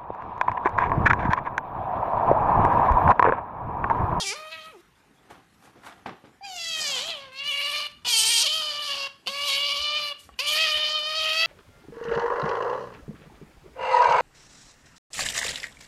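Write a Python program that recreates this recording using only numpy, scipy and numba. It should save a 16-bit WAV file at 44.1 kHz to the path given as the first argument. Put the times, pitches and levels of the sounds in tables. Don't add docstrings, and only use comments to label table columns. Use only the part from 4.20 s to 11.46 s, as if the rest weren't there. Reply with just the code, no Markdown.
import sys
import numpy as np
from scipy import signal
from scipy.fft import rfft, irfft
from scipy.io import wavfile
from scipy.ndimage import uniform_filter1d, map_coordinates
from numba import njit

SR = 44100
rng = np.random.default_rng(int(sys.argv[2]) if len(sys.argv) > 2 else 0)


def to_wav(sig):
    pcm = np.clip(np.atleast_2d(sig), -1, 1) * 32767
    pcm = np.round(pcm).astype(np.int16)
    wavfile.write(sys.argv[1], SR, pcm.T)


def gain_from_db(level_db):
    decades = np.asarray(level_db, float) / 20
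    return 10 ** decades


N = 320166

# start_s, pitch_hz, effort_db, strain (0-1), mouth_resonance_hz
SQUEAL = [(0.0, 468, -33, 0.94, 3320), (.018, 466, -26.5, 0.63, 3520), (.036, 385, -35, 0.98, 3280),
          (.05, 396.4, -39.5, 1.13, 2430), (.072, 389.5, -35.5, 1.22, 2400), (.1, 388.7, -34, 1, 2270),
          (.13, 437, -36, 0.82, 2190), (.154, 607, -56, 1, 2260)]
WHIMPER = [(.154, 601.5, -43.5, 0.85, 2200), (0.215, 622.6, -46, 0.63, 2470), (0.306, 626, -49, 0.67, 2620),
           (0.328, 651, -36, 0.2, 2505), (.421, 623, -47, 0.6, 2600), (0.504, 640.5, -51, 0.55, 2470),
           (.536, 478, -65, 1, 2574), (0.571, 353, -69, 0.98, 2640), (.64, 338, -57, 0.97, 2596)]
FALLING = [(2.21, 772, -73, 0.17, 2417), (2.248, 817, -36.5, 0.45, 2416), (2.281, 778, -46, 0.97, 2826),
           (2.338, 734, -45, 1, 2920), (2.391, 679, -37, 0.87, 3035), (2.506, 654.7, -33.5, 0.85, 3050),
           (2.62, 618, -28, 0.76, 3034), (2.692, 572.4, -32, 0.98, 3158), (2.787, 488.4, -29.5, 0.82, 3180)]
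HICCUP = [(2.788, 490, -31, 0.76, 3040), (2.863, 657, -36.5, 0.66, 3174), (2.905, 678, -31.5, 0.49, 3100),
          (2.979, 559, -42.5, .1, 3160), (3.12, 515, -57, 0.34, 2652)]
WHINE = [(3.119, 520, -49, 0.55, 2680), (3.2, 553, -34, 0.14, 2760), (3.292, 589, -30.5, 0.51, 2890),
         (3.33, 565.5, -29.5, 0.45, 2880), (3.461, 587.4, -29, 0.44, 2727),
         (3.556, 609.6, -29.5, 0.45, 2750), (3.662, 587, -33.5, 0.42, 2870), (3.721, 593, -18, 0.83, 2767)]
SCREAM = [(3.848, 478, -31.5, 0.57, 2900), (3.875, 487, -25, 0.79, 3021), (3.914, 477, -27, 1.06, 3180),
          (3.94, 448.8, -24, 1, 3130), (4.084, 444, -25.5, 1.07, 3090), (4.104, 474.3, -24, 0.99, 3120),
          (4.182, 459.5, -24, 1.04, 3211), (4.227, 472.7, -24.5, 1.03, 3144),
          (4.239, 642.3, -28, 0.58, 3070)]
EASING = [(4.239, 627, -24, 0.67, 3130), (4.252, 635, -29.5, 0.75, 3176), (4.267, 542, -22, 0.73, 3100),
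          (4.285, 618.4, -28, 0.53, 3170), (4.349, 640.6, -27, 0.64, 3060),
          (4.529, 589.2, -33.5, 0.42, 3070), (4.664, 595, -31, 0.54, 3040), (4.701, 567.4, -30, 0.48, 2942),
          (4.93, 546.8, -34.5, 0.35, 2860)]
PLEA = [(5.11, 557, -40.5, 0.75, 2960), (5.142, 560.6, -35, 0.59, 2400), (5.263, 581.8, -29.5, 0.65, 3006),
        (5.295, 558, -24.5, 0.65, 3046), (5.458, 576, -27.5, 0.35, 3023), (5.767, 604, -26.5, 0.16, 2890),
        (5.896, 579, -32.5, 0.47, 2677), (5.969, 556, -43, 0.26, 2870)]
DEMAND = [(6.242, 583, -35, 0.62, 2690), (6.282, 596.6, -24.5, 0.73, 3215), (6.411, 642, -22.5, 0.4, 2745),
          (6.525, 612, -25.5, 0.42, 2927), (6.77, 618.5, -25.5, 0.038, 3110), (6.822, 604, -34, 0.39, 2949),
          (6.981, 641.3, -27, 0.28, 2983), (7.1, 631.8, -27.5, 0.41, 2788), (7.26, 667.2, -21, 0.24, 2850)]
CRIES = [SQUEAL, WHIMPER, FALLING, HICCUP, WHINE, SCREAM, EASING, PLEA, DEMAND]


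def rms_one(x):
    return x / np.sqrt(np.mean(x ** 2) + 1e-20)


def in_time(rows):
    s, *columns = np.transpose(rows)
    return [np.interp(np.arange(N) / SR, s, column) for column in columns]


def joined(tables, fade_s):
    t = np.arange(N) / SR
    inside = sum((t >= rows[0][0]) & (t < rows[-1][0]) for rows in tables) > 0
    gate = uniform_filter1d(inside * 1., int(fade_s * SR) + 1, mode="nearest")
    return in_time([row for rows in tables for row in rows]), gate


def per_cry(rows):
    shift_s = .02
    ends = [cry[-1][0] + .04 * (k in (1, 4, 6, 7)) for k, cry in enumerate(CRIES)]
    which = np.minimum(np.searchsorted(ends, np.arange(N) / SR), len(CRIES) - 1)
    return uniform_filter1d(np.array(rows, float)[which].T, int(shift_s * SR) + 1, mode="nearest")


def drift(rate_hz):
    r = np.exp(-2 * np.pi * rate_hz / SR)
    wander = signal.lfilter([1], [1, -2 * r, r * r], rng.standard_normal(N + SR))
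    return rms_one(wander[SR:])


def wavering(rows, memory):
    fresh = rng.standard_normal((rows, 2))
    return signal.lfilter([np.sqrt(1 - memory ** 2)], [1, -memory], fresh, axis=0)


def evened(x, span_s):
    return x / np.sqrt(uniform_filter1d(x ** 2, int(span_s * SR)) + 1e-12)


@njit
def resonate(x, turn, r):
    y = np.zeros(len(x))
    for i in range(2, len(x)):
        y[i] = (1 - r * r) / 2 * (x[i] - x[i - 2]) + 2 * r * np.cos(turn[i]) * y[i - 1] - r * r * y[i - 2]
    return y


def resonance(x, hz, width_hz):
    return resonate(x, 2 * np.pi * hz / SR * np.ones(N), np.exp(-np.pi * width_hz / SR))


def coloured(spectrum):
    hz, level_db = np.transpose(spectrum)
    grid = np.arange(N // 2 + 1) * SR / N + 1
    gain = gain_from_db(np.interp(np.log(grid), np.log(hz), level_db))
    return rms_one(irfft(rfft(rng.standard_normal(N)) * gain, N))


def band_noise(order, low_hz, high_hz):
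    band = signal.butter(order, [low_hz, high_hz], "band", fs=SR, output="sos")
    return signal.sosfilt(band, rng.standard_normal(N))


def patchy(x, patch_db):
    _, _, z = signal.stft(x, SR, nperseg=1024)
    field = uniform_filter1d(rng.standard_normal(z.shape), size=9, axis=0)
    field = rms_one(uniform_filter1d(field, size=6, axis=1))
    return signal.istft(z * gain_from_db(patch_db * field), SR, nperseg=1024)[1][:N]


def otter():
    # (db, db)
    posture = [(-57, -49, 5000, 4, -19), (-48, -41, 4100, -15, 11.5), (-44, -47.5, 4770, -28, -6),
               (-46.5, -46, 4400, -20, -8.5), (-55.5, -40, 4330, 4, 8), (-53, -42.5, 4760, 8, -1),
               (-48.5, -36.5, 4600, 1.5, 8), (-48, -38, 4510, -0.5, 10.5), (-41.5, -38.5, 4590, -2, 10)]
    breath = [(.05, .004), (.12, .006), (.1, .004), (.16, .01), (.14, .006), (.11, .005), (.2, .005),
              (.15, .005), (.15, .004)]
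    # start_s, pitch_drop (share)
    stops = [
        (0.608, 0.018),
        (3.668, 0.17),
        (4.873, 0.26),
        (5.925, 0.28),
    ]
    # start_s, end_s, pitch_drop (share)
    creak = (5.055, 5.076, .62)
    stop_s, stop_db = .018, 36
    creak_weak_s, creak_weak_db = .0155, -14
    t = np.arange(N) / SR
    (pitch, effort_db, strain, mouth_hz), gate = joined(voiced(), fade_s=.002)
    first_db, second_db, upper_hz, *facing_db = per_cry(posture)
    leak, quiver = per_cry(breath)
    folds = fold_state()

    slack = sum(share * np.clip((t - s) / .035, 0, 1) * (t < s + .1) for s, share in stops)
    stopping = sum(np.clip((t - s) / stop_s, 0, 1) * (t < s + .1) for s, _ in stops)
    gate = gate * gain_from_db(-stop_db * stopping)
    creaking = (t > creak[0]) & (t < creak[1])
    slack = slack + creak[2] * creaking
    pitch = pitch * (1 - slack - slips())
    cycles = np.cumsum(pitch * (1 + quiver * drift(45))) / SR + .5
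    chance = wavering(8000, .65)

    chest = low_partials(cycles, pitch, effort_db, first_db, second_db, folds)
    chest = chest * np.where(creaking, gain_from_db(-10.5), 1)
    rasp_db = effort_db - 30 * (1 - strain) + 80 * slips()
    mouth = mouth_ring(cycles, chance, folds, leak, mouth_hz, upper_hz)
    rasp = throat_rasp(cycles, chance, folds, leak, facing_db)
    shrill = gain_from_db(effort_db) * evened(mouth, .013) + gain_from_db(rasp_db) * evened(rasp, .2)
    shrill = shrill * np.where((t > creak[0]) & (t < creak[0] + creak_weak_s), gain_from_db(creak_weak_db), 1)
    flutter = gain_from_db(.32 * drift(33))
    return gate * (np.sqrt(2) * chest + flutter * shrill)


def voiced():
    # lag_s, pitch (share), effort_db, strain (0-1)
    yelp_shape = [
        (0, .84, 1.5, 0.62),
        (.015, .9, -1.5, 0.66),
        (.04, .995, -8, .55),
    ]
    # start_s, pitch_hz, peak_effort_db, mouth_resonance_hz
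    yelp_starts = [
        (5.062, 563.6, -25, 2866),
        (6.1898, 580, -25.5, 2740),
    ]
    yelps = []
    for (s, hz, db, mouth_hz), cry in zip(yelp_starts, (PLEA, DEMAND)):
        opening = [(s + lag, share * hz, db + rel_db, strain, mouth_hz) for lag, share, rel_db, strain in yelp_shape]
        yelps.append(opening + [cry[0]])
    return CRIES[:-2] + [yelps[0], PLEA, yelps[1], DEMAND]


def fold_state():
    # unevenness_db, timing_scatter (cycles)
    steadiness = [(1.2, .008), (1.5, .013), (1.8, .01), (2.4, .026), (1.8, .017), (1.0, .017), (1.7, .021),
                  (1.6, .015), (1.6, .014)]
    # centre_s, half_length_s, added_scatter (cycles), strong_weak_alternation (0-1)
    falter = [(.34, .05, 0, .8), (.44, .09, .014, .35), (2.84, .12, .02, .1), (3.68, .15, .004, .15),
              (3.87, .04, .02, .2), (4.06, .07, .012, .05), (4.2, .04, .012, .05), (4.76, .05, .015, .1),
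              (5.3, .2, .008, .15), (6.35, .2, .012, .1), (6.6, .08, .008, .1), (7.06, .05, .01, .1)]
    uneven_db, scatter = per_cry(steadiness)
    t = np.arange(N) / SR
    added, alternate = .3 * slips(), 0
    for s, half_s, spell_scatter, spell_alternation in falter:
        spell = np.clip(1.5 - 1.5 * np.abs(t - s) / half_s, 0, 1)
        added = added + spell * spell_scatter
        alternate = alternate + spell * spell_alternation
    return uneven_db + 40 * added, scatter + added, alternate


def slips():
    # start_s, pitch_drop (share)
    slip_events = [(2.311, 0.019), (2.445, 0.017), (2.664, 0.028), (3.314, 0.056), (3.371, .02),
                   (3.41, 0.05), (3.447, 0.047), (3.491, 0.03), (3.513, 0.053), (3.555, 0.057),
                   (3.6, 0.053), (3.985, 0.034), (4.14, 0.035), (4.18, 0.026), (4.295, 0.04), (4.319, .02),
                   (4.42, 0.022), (4.53, .02), (4.625, 0.029), (4.675, 0.031), (4.735, 0.023), (4.8, 0.016),
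                   (5.109, 0.019), (5.22, 0.019), (5.281, 0.041), (5.325, 0.024), (5.375, 0.027),
                   (5.49, 0.06), (5.537, 0.036), (5.563, 0.045), (5.66, .012), (5.785, 0.02017),
                   (6.265, 0.032), (6.325, 0.029), (6.36, 0.027), (6.464, 0.033), (6.51, 0.019),
                   (6.572, .03), (6.646, 0.024), (6.68, 0.016), (6.791, 0.023), (6.925, 0.026),
                   (6.996, 0.034), (7.04, 0.029), (7.085, 0.027), (7.129, .02), (7.215, 0.022)]
    slip_s, regain_s = .006, .018
    t = np.arange(0, N, 16) / SR
    lost = sum(share * np.clip((t - s) / slip_s + .5, 0, 1) * np.exp(-np.maximum(t - s, 0) / regain_s)
               for s, share in slip_events)
    return np.interp(np.arange(N) / SR, t, lost)


def pulses(cycles, chance, spread, folds):
    uneven_db, scatter, alternate = folds
    k = np.arange(1, int(cycles[-1]))
    at = np.interp(k, cycles, np.arange(N)).astype(int)
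    place = np.interp(k + spread * scatter[at] * chance[k, 0], cycles, np.arange(N))
    size = gain_from_db(spread * uneven_db[at] * chance[k, 1]) * (1 + alternate[at] * (-1.) ** k)
    taps = place.astype(int)[:, None] + np.arange(-7, 9)
    off = taps - place[:, None]
    click = size[:, None] * np.sinc(off) * np.cos(off * np.pi / 16) ** 2
    out = np.zeros(N)
    np.add.at(out, np.clip(taps, 0, N - 1), click)
    return out


def breathy_pulses(cycles, chance, folds, air):
    puff = np.exp(-2.5 * (cycles % 1))
    return pulses(cycles, chance, 1, folds) + air * puff * rng.standard_normal(N)


def low_partials(cycles, pitch, effort_db, first_db, second_db, folds):
    # start_s, first_partial_db, second_partial_db
    throat = [
        [(0, 10, 4.5), (.1, 7.5, 6.5), (.13, 18, 9), (.17, 3, 3), (.22, 3, 5), (.3, -3, 1), (.335, 2.5, -16),
         (.37, -6, -6), (.5, -11, -1)],
        [(.525, -9, -10), (.55, 3, -3), (.6, -6.5, -24)],
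        [(2.21, 0.5, -34), (2.3, 0.5, -4), (2.45, -8, -2), (2.6, -7, 1.5), (2.78, 0.5, 2), (2.9, 5, -2),
         (3.05, -7.5, 3), (3.15, -2.5, -9)],
        [(3.25, 0, -6.5), (3.4, 7.5, -4.5), (3.6, 10.5, 1), (3.85, -1, -0.5), (3.95, -2, -3), (4.1, 2, -4),
         (4.22, 3, -3)],
        [(4.3, 2, -9.5), (4.45, 3, -3), (4.65, 2, -4.5), (4.85, 2, -1.5), (5.1, 1.5, -4), (5.3, 2, -3.5),
         (5.58, 2.5, -4), (5.77, 2, -1), (5.9, 2.5, 0)],
        [(6.2, -4, -2.5), (6.37, 2, -3), (6.55, 1.5, -3), (6.75, 0, -1), (6.85, -0.5, -1.5), (7.03, 2, -2.5),
         (7.09, 1, 0), (7.2, 3, 1)],
    ]
    first_lift_db, second_lift_db = in_time([row for passage in throat for row in passage])
    swing_db = effort_db + 30
    first_db = first_db + .042 * swing_db + first_lift_db
    second_db = second_db + .34 * swing_db + second_lift_db
    _, hoarse, alternate = folds
    shake = 6.5 * hoarse * drift(370)
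    turn = 2 * np.pi * cycles + shake
    chest = gain_from_db(first_db + drift(50)) * np.sin(turn)
    chest += gain_from_db(second_db + drift(50)) * np.sin(2 * turn)
    half_lines = np.sin(3 * np.pi * cycles) + np.sin(5 * np.pi * cycles)
    chest += alternate ** 2 * gain_from_db(first_db - 5) * half_lines
    below_mouth = np.clip((1750 - 3 * pitch) / 250, 0, 1)
    return chest + below_mouth * gain_from_db(second_db - 2.5) * np.sin(3 * turn)


def mouth_ring(cycles, chance, folds, leak, mouth_hz, upper_hz):
    # ratio (to the main one), width_hz, level_db
    cavities = [(0.604, 480, -4.5), (0.767, 330, 4.5), (1.001, 285, 13), (1.222, 478, 2.5)]
    # lowest_db, below_db, above_db
    tongue = [(4, -5, 4), (-9, 7.5, 6), (7, -0.5, 1), (1, 0.5, 1), (-0.5, 1.5, -3), (-0.5, -1, 3),
              (5.5, -8, -2.5), (-10, -0.5, 2.5), (2, -1, 0)]
    lowest_db, below_db, above_db = per_cry(tongue)
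    lift_db = (lowest_db, below_db, 0, above_db, 0)
    tract = [(ratio * mouth_hz, width_hz, db) for ratio, width_hz, db in cavities] + [(upper_hz, 650, 7)]
    hoarse, mouth = folds[1], 0
    for k, (hz, width_hz, db) in enumerate(tract):
        own = chance * [1, .8] + wavering(8000, .6) * [.2 + .07 * k, 1]
        air = (.3 + .4 * k) * hoarse + (0, 0, 0, .12, .18)[k] * leak
        drive = breathy_pulses(cycles, own, folds, air)
        db = db + lift_db[k] + 1.3 * (.5 + abs(k - 2)) * drift(14)
        tone = resonance(resonance(drive, hz, width_hz), hz, 4 * width_hz)
        mouth = mouth + (-1) ** k * gain_from_db(db) * rms_one(tone)
    return mouth


def throat_rasp(cycles, chance, folds, leak, facing_db):
    # centre_hz, width_hz, level_db
    rasp_bands = [(5210, 2970, 5.5), (6720, 1800, -2.5), (8100, 1740, -2.5), (10220, 4900, -3.5)]
    teeth = [(8750,), (8610,), (8450,), (8700,), (8560,), (8490,), (8900,), (8000,), (8485,)]
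    snap_lift = [(9.9,), (0.1,), (0.1,), (0.082,), (0.1,), (1.5,), (0.12,), (0.1,), (0.1,)]
    teeth_hz, = per_cry(teeth)
    snap_lift_db, = per_cry(snap_lift)
    facing = [1, 1, *gain_from_db(facing_db)]
    hoarse, rasp = folds[1], 0
    for k, (hz, width_hz, db) in enumerate(rasp_bands):
        hz = teeth_hz if k == 2 else hz
        own = chance * [1, .8] + wavering(8000, .3) * [.1, .7]
        drive = breathy_pulses(cycles, own, folds, 1.1 * leak + 3 * hoarse)
        hiss = resonance(resonance(drive, hz, width_hz), hz, 2 * width_hz)
        rasp = rasp + facing[k] * gain_from_db(db + 2.2 * drift(9)) * rms_one(hiss)
    snap = rms_one(resonance(pulses(cycles, chance, .77, folds), 5540, 2150))
    return rasp / np.std(rasp) + np.minimum(facing[2], 1) * gain_from_db(snap_lift_db - 7) * snap


def hollowed(x):
    # lower_hz, lower_depth (0-1), upper_hz, upper_depth (0-1)
    hollows = [(12000, 1, 12700, .9), (10100, 0.4, 12000, .3), (9000, 1, 12800, 0.8), (9200, .7, 12900, .6),
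               (7510, 0.06, 10950, 0.25), (9900, 0.5, 17000, 0.8), (9760, 0.03, 12900, 0.35),
               (7757, 0.1, 11440, 0.27), (8204, 0.14, 11400, 0.37)]
    width_hz = 1050
    low_hz, low, high_hz, high = per_cry(hollows)
    x = x - np.clip(low, 0, 1) * resonance(x, low_hz, width_hz)
    return x - np.clip(high, 0, 1) * resonance(x, high_hz, width_hz)


def off_the_floor(x):
    shrill = signal.sosfilt(signal.butter(2, 1600, "high", fs=SR, output="sos"), x)
    echo_s, sway_s = .0016, .00022
    lag = (echo_s + sway_s * drift(3)) * SR
    return x + gain_from_db(-9) * map_coordinates(shrill, [np.arange(N) - lag], order=3, mode="nearest")


def contact(fall_db_per_s, column):
    # strongest_s, rub_db, build_up_s, board_weight_db, fur_swish_db
    drags = [(1.107, -44.5, 0.017, -4.5, -13.5), (1.19, -58, 0.38, -2.5, -32),
             (1.453, -53, 0.078, -2.5, -7.5), (1.558, -56, 0.01, 4.5, -24),
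             (1.666, -40.5, 0.049, -11, -12.5), (1.8, -59, 0.29, -2, -14), (1.861, -39, 0.0036, 3, -21),
             (2.045, -55, 0.0074, 4.5, -29), (2.604, -45.5, 0.059, -4.5, -7), (2.7, -44, 0.1, -9, -8),
             (2.8, -44.5, 0.18, -10, -3), (2.882, -48, 0.082, -9, 0), (2.98, -57, 0.12, -27, 0),
             (6.0, -71, 0.024, -6, 20), (6.04, -90, 0.019, -20, 34)]
    build_up_db = 20.5
    t = np.arange(0, N, 16) / SR
    power = 0
    for row in drags:
        s, rub_db, build_up_s = row[:3]
        peak_db = rub_db + (row[column] if column else 0)
        below_db = np.maximum(build_up_db * (s - t) / build_up_s, fall_db_per_s * (t - s))
        power = power + gain_from_db(2 * (peak_db - below_db))
    return np.interp(np.arange(N) / SR, t, np.sqrt(power))


def scuffs():
    # freq_hz, level_db (per Hz)
    rub_colour = [(290, -49), (500, -14), (782, 11.5), (877, 3), (1190, 5), (3490, -9.5), (3640, -9.5),
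                  (6000, -21.5), (7800, -69), (13200, -120)]
    pad_lift_off, fur_lift_off = 206, 272
    rumble = rms_one(band_noise(2, 110, 450))
    swish = rms_one(band_noise(1, 3500, 11000))
    rub = coloured(rub_colour) * gain_from_db(2.9 * drift(92))
    out = contact(pad_lift_off, column=3) * rumble
    out += contact(pad_lift_off, column=0) * rub
    return out + contact(fur_lift_off, column=4) * swish


def ring(clicks, hz, t60_s):
    r, w = gain_from_db(-60 / (t60_s * SR)), 2 * np.pi * hz / SR
    return signal.lfilter([0, np.sin(w)], [1, -2 * r * np.cos(w), r * r], clicks + 1e-18)


def knocks():
    # start_s, peak_db, pitch_hz
    strikes = [
        (1.11, -29.5, 830),
        (1.164, -61, 712),
        (1.555, -60, 320.7),
        (1.861, -22, 749),
        (2.04, -27, 416),
        (3.871, -27.5, 720.7),
        (4.09, -32, 936.8),
        (5.071, -24.5, 1064),
        (6.091, -29, 1187),
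        (6.14, -33.5, 2980),
    ]
    # pitch_hz, level_db, t60_s
    board = [(130, -4, .15), (200, -4, .12), (290, -3, .2), (335, -4, .12), (544, -3, .06), (740, -2, .05),
             (820, -2, .045), (1130, -3, .04), (1300, -3, .035), (1850, -5, .03), (2840, -5, .03),
             (3700, -5, .025)]
    s, peak_db, knock_hz = np.transpose(strikes)
    chance, out = rng.normal(0, 3, (len(s), len(board))), 0
    for k, (hz, db, t60_s) in enumerate(board):
        distance_db = 19.6 * np.abs(np.log2(hz / knock_hz))
        clicks = np.zeros(N)
        clicks[(s * SR).astype(int)] = gain_from_db(peak_db + db - 8 - distance_db + chance[:, k])
        out = out + ring(clicks, hz, t60_s)
    return signal.sosfilt(signal.butter(2, 100, "high", fs=SR, output="sos"), out)


def bumps():
    # start_s, peak_db, pitch_hz
    phone_bumps = [
        (4, -54, 108.6),
        (5.591, -45, 65.45),
        (6.037, -53.5, 80),
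        (6.108, -49, 59.3),
        (6.54, -46.5, 69.7),
        (6.981, -54, 72),
    ]
    # start_s, peak_db, pitch_hz
    onset_swell = [
        (5.068, -47.5, 209.3),
    ]
    t = np.arange(N) / SR
    out = 0
    for s, db, hz in [*phone_bumps, *onset_swell]:
        swell = np.exp(-((t - s - .025) / .019) ** 2)
        out = out + gain_from_db(db) * swell * np.sin(2 * np.pi * hz * (t - s))
    return out


def room(x):
    t = np.arange(SR // 2) / SR
    tail = rng.standard_normal(len(t)) * (t > .004)
    tail = signal.sosfilt(signal.butter(1, 620, "high", fs=SR, output="sos"), tail)
    dull = signal.sosfilt(signal.butter(1, 3500, fs=SR, output="sos"), tail)
    t60_s = .44
    tail = dull * gain_from_db(-60 * t / t60_s) + (tail - dull) * gain_from_db(-110 * t / t60_s)
    echo = signal.fftconvolve(x, tail / np.sqrt(np.sum(tail ** 2)))[:N]
    smear_s = .00005 * drift(40)
    return map_coordinates(echo, [np.arange(N) + smear_s * SR], order=3, mode="nearest")


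def room_air():
    # freq_hz, level_db (per Hz)
    air_colour = [(26, -96), (45, -10.5), (219, -10), (601, -20.5), (1690, -17.5), (2600, -25), (2930, -24),
                  (3640, -28), (14000, -36)]
    return gain_from_db(-62 + drift(41)) * patchy(coloured(air_colour), patch_db=2.6)


def scene():
    voice = patchy(hollowed(otter()), patch_db=1.2)
    near = off_the_floor(voice) + scuffs() + knocks()
    return (near + gain_from_db(-12) * room(near) + bumps() + room_air())[None]


def muted_dips(x):
    # freq_hz, dip_db
    allowed_dip = [(500, 40), (1500, 21), (3000, 18), (5500, 10), (7500, 4.2), (12000, 2.4), (13300, 1.1)]
    hz, _, z = signal.stft(x, SR, nperseg=2048, noverlap=1536)
    lasting = uniform_filter1d(np.abs(z) ** 2, size=7, axis=1) + 1e-30
    narrow = uniform_filter1d(lasting, size=11, axis=0)
    wide = uniform_filter1d(lasting, size=91, axis=0)
    masked = narrow < narrow.max(axis=0) * gain_from_db(-2 * 36)
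    dip_db = np.interp(hz, *np.transpose(allowed_dip))[:, None] - 1.8 * masked
    whim = uniform_filter1d(rng.standard_normal(z.shape), size=15, axis=0)
    dip_db += 1.9 * rms_one(uniform_filter1d(whim, size=6, axis=1))
    kept = z * (narrow > wide * gain_from_db(-2 * dip_db))
    return signal.istft(kept, SR, nperseg=2048, noverlap=1536)[1][:N]


def band_limit(x):
    return signal.sosfilt(signal.butter(12, 14110, fs=SR, output="sos"), x)


def record(dry):
    overload = .6
    rounded = overload * np.tanh(dry[0] / overload)
    top_cut = signal.cheby2(14, 40, 14150, fs=SR, output="sos")
    mix = signal.sosfilt(top_cut, muted_dips(rounded)[None])
    return band_limit(mix)


dry = scene()
out = record(dry)
to_wav(out)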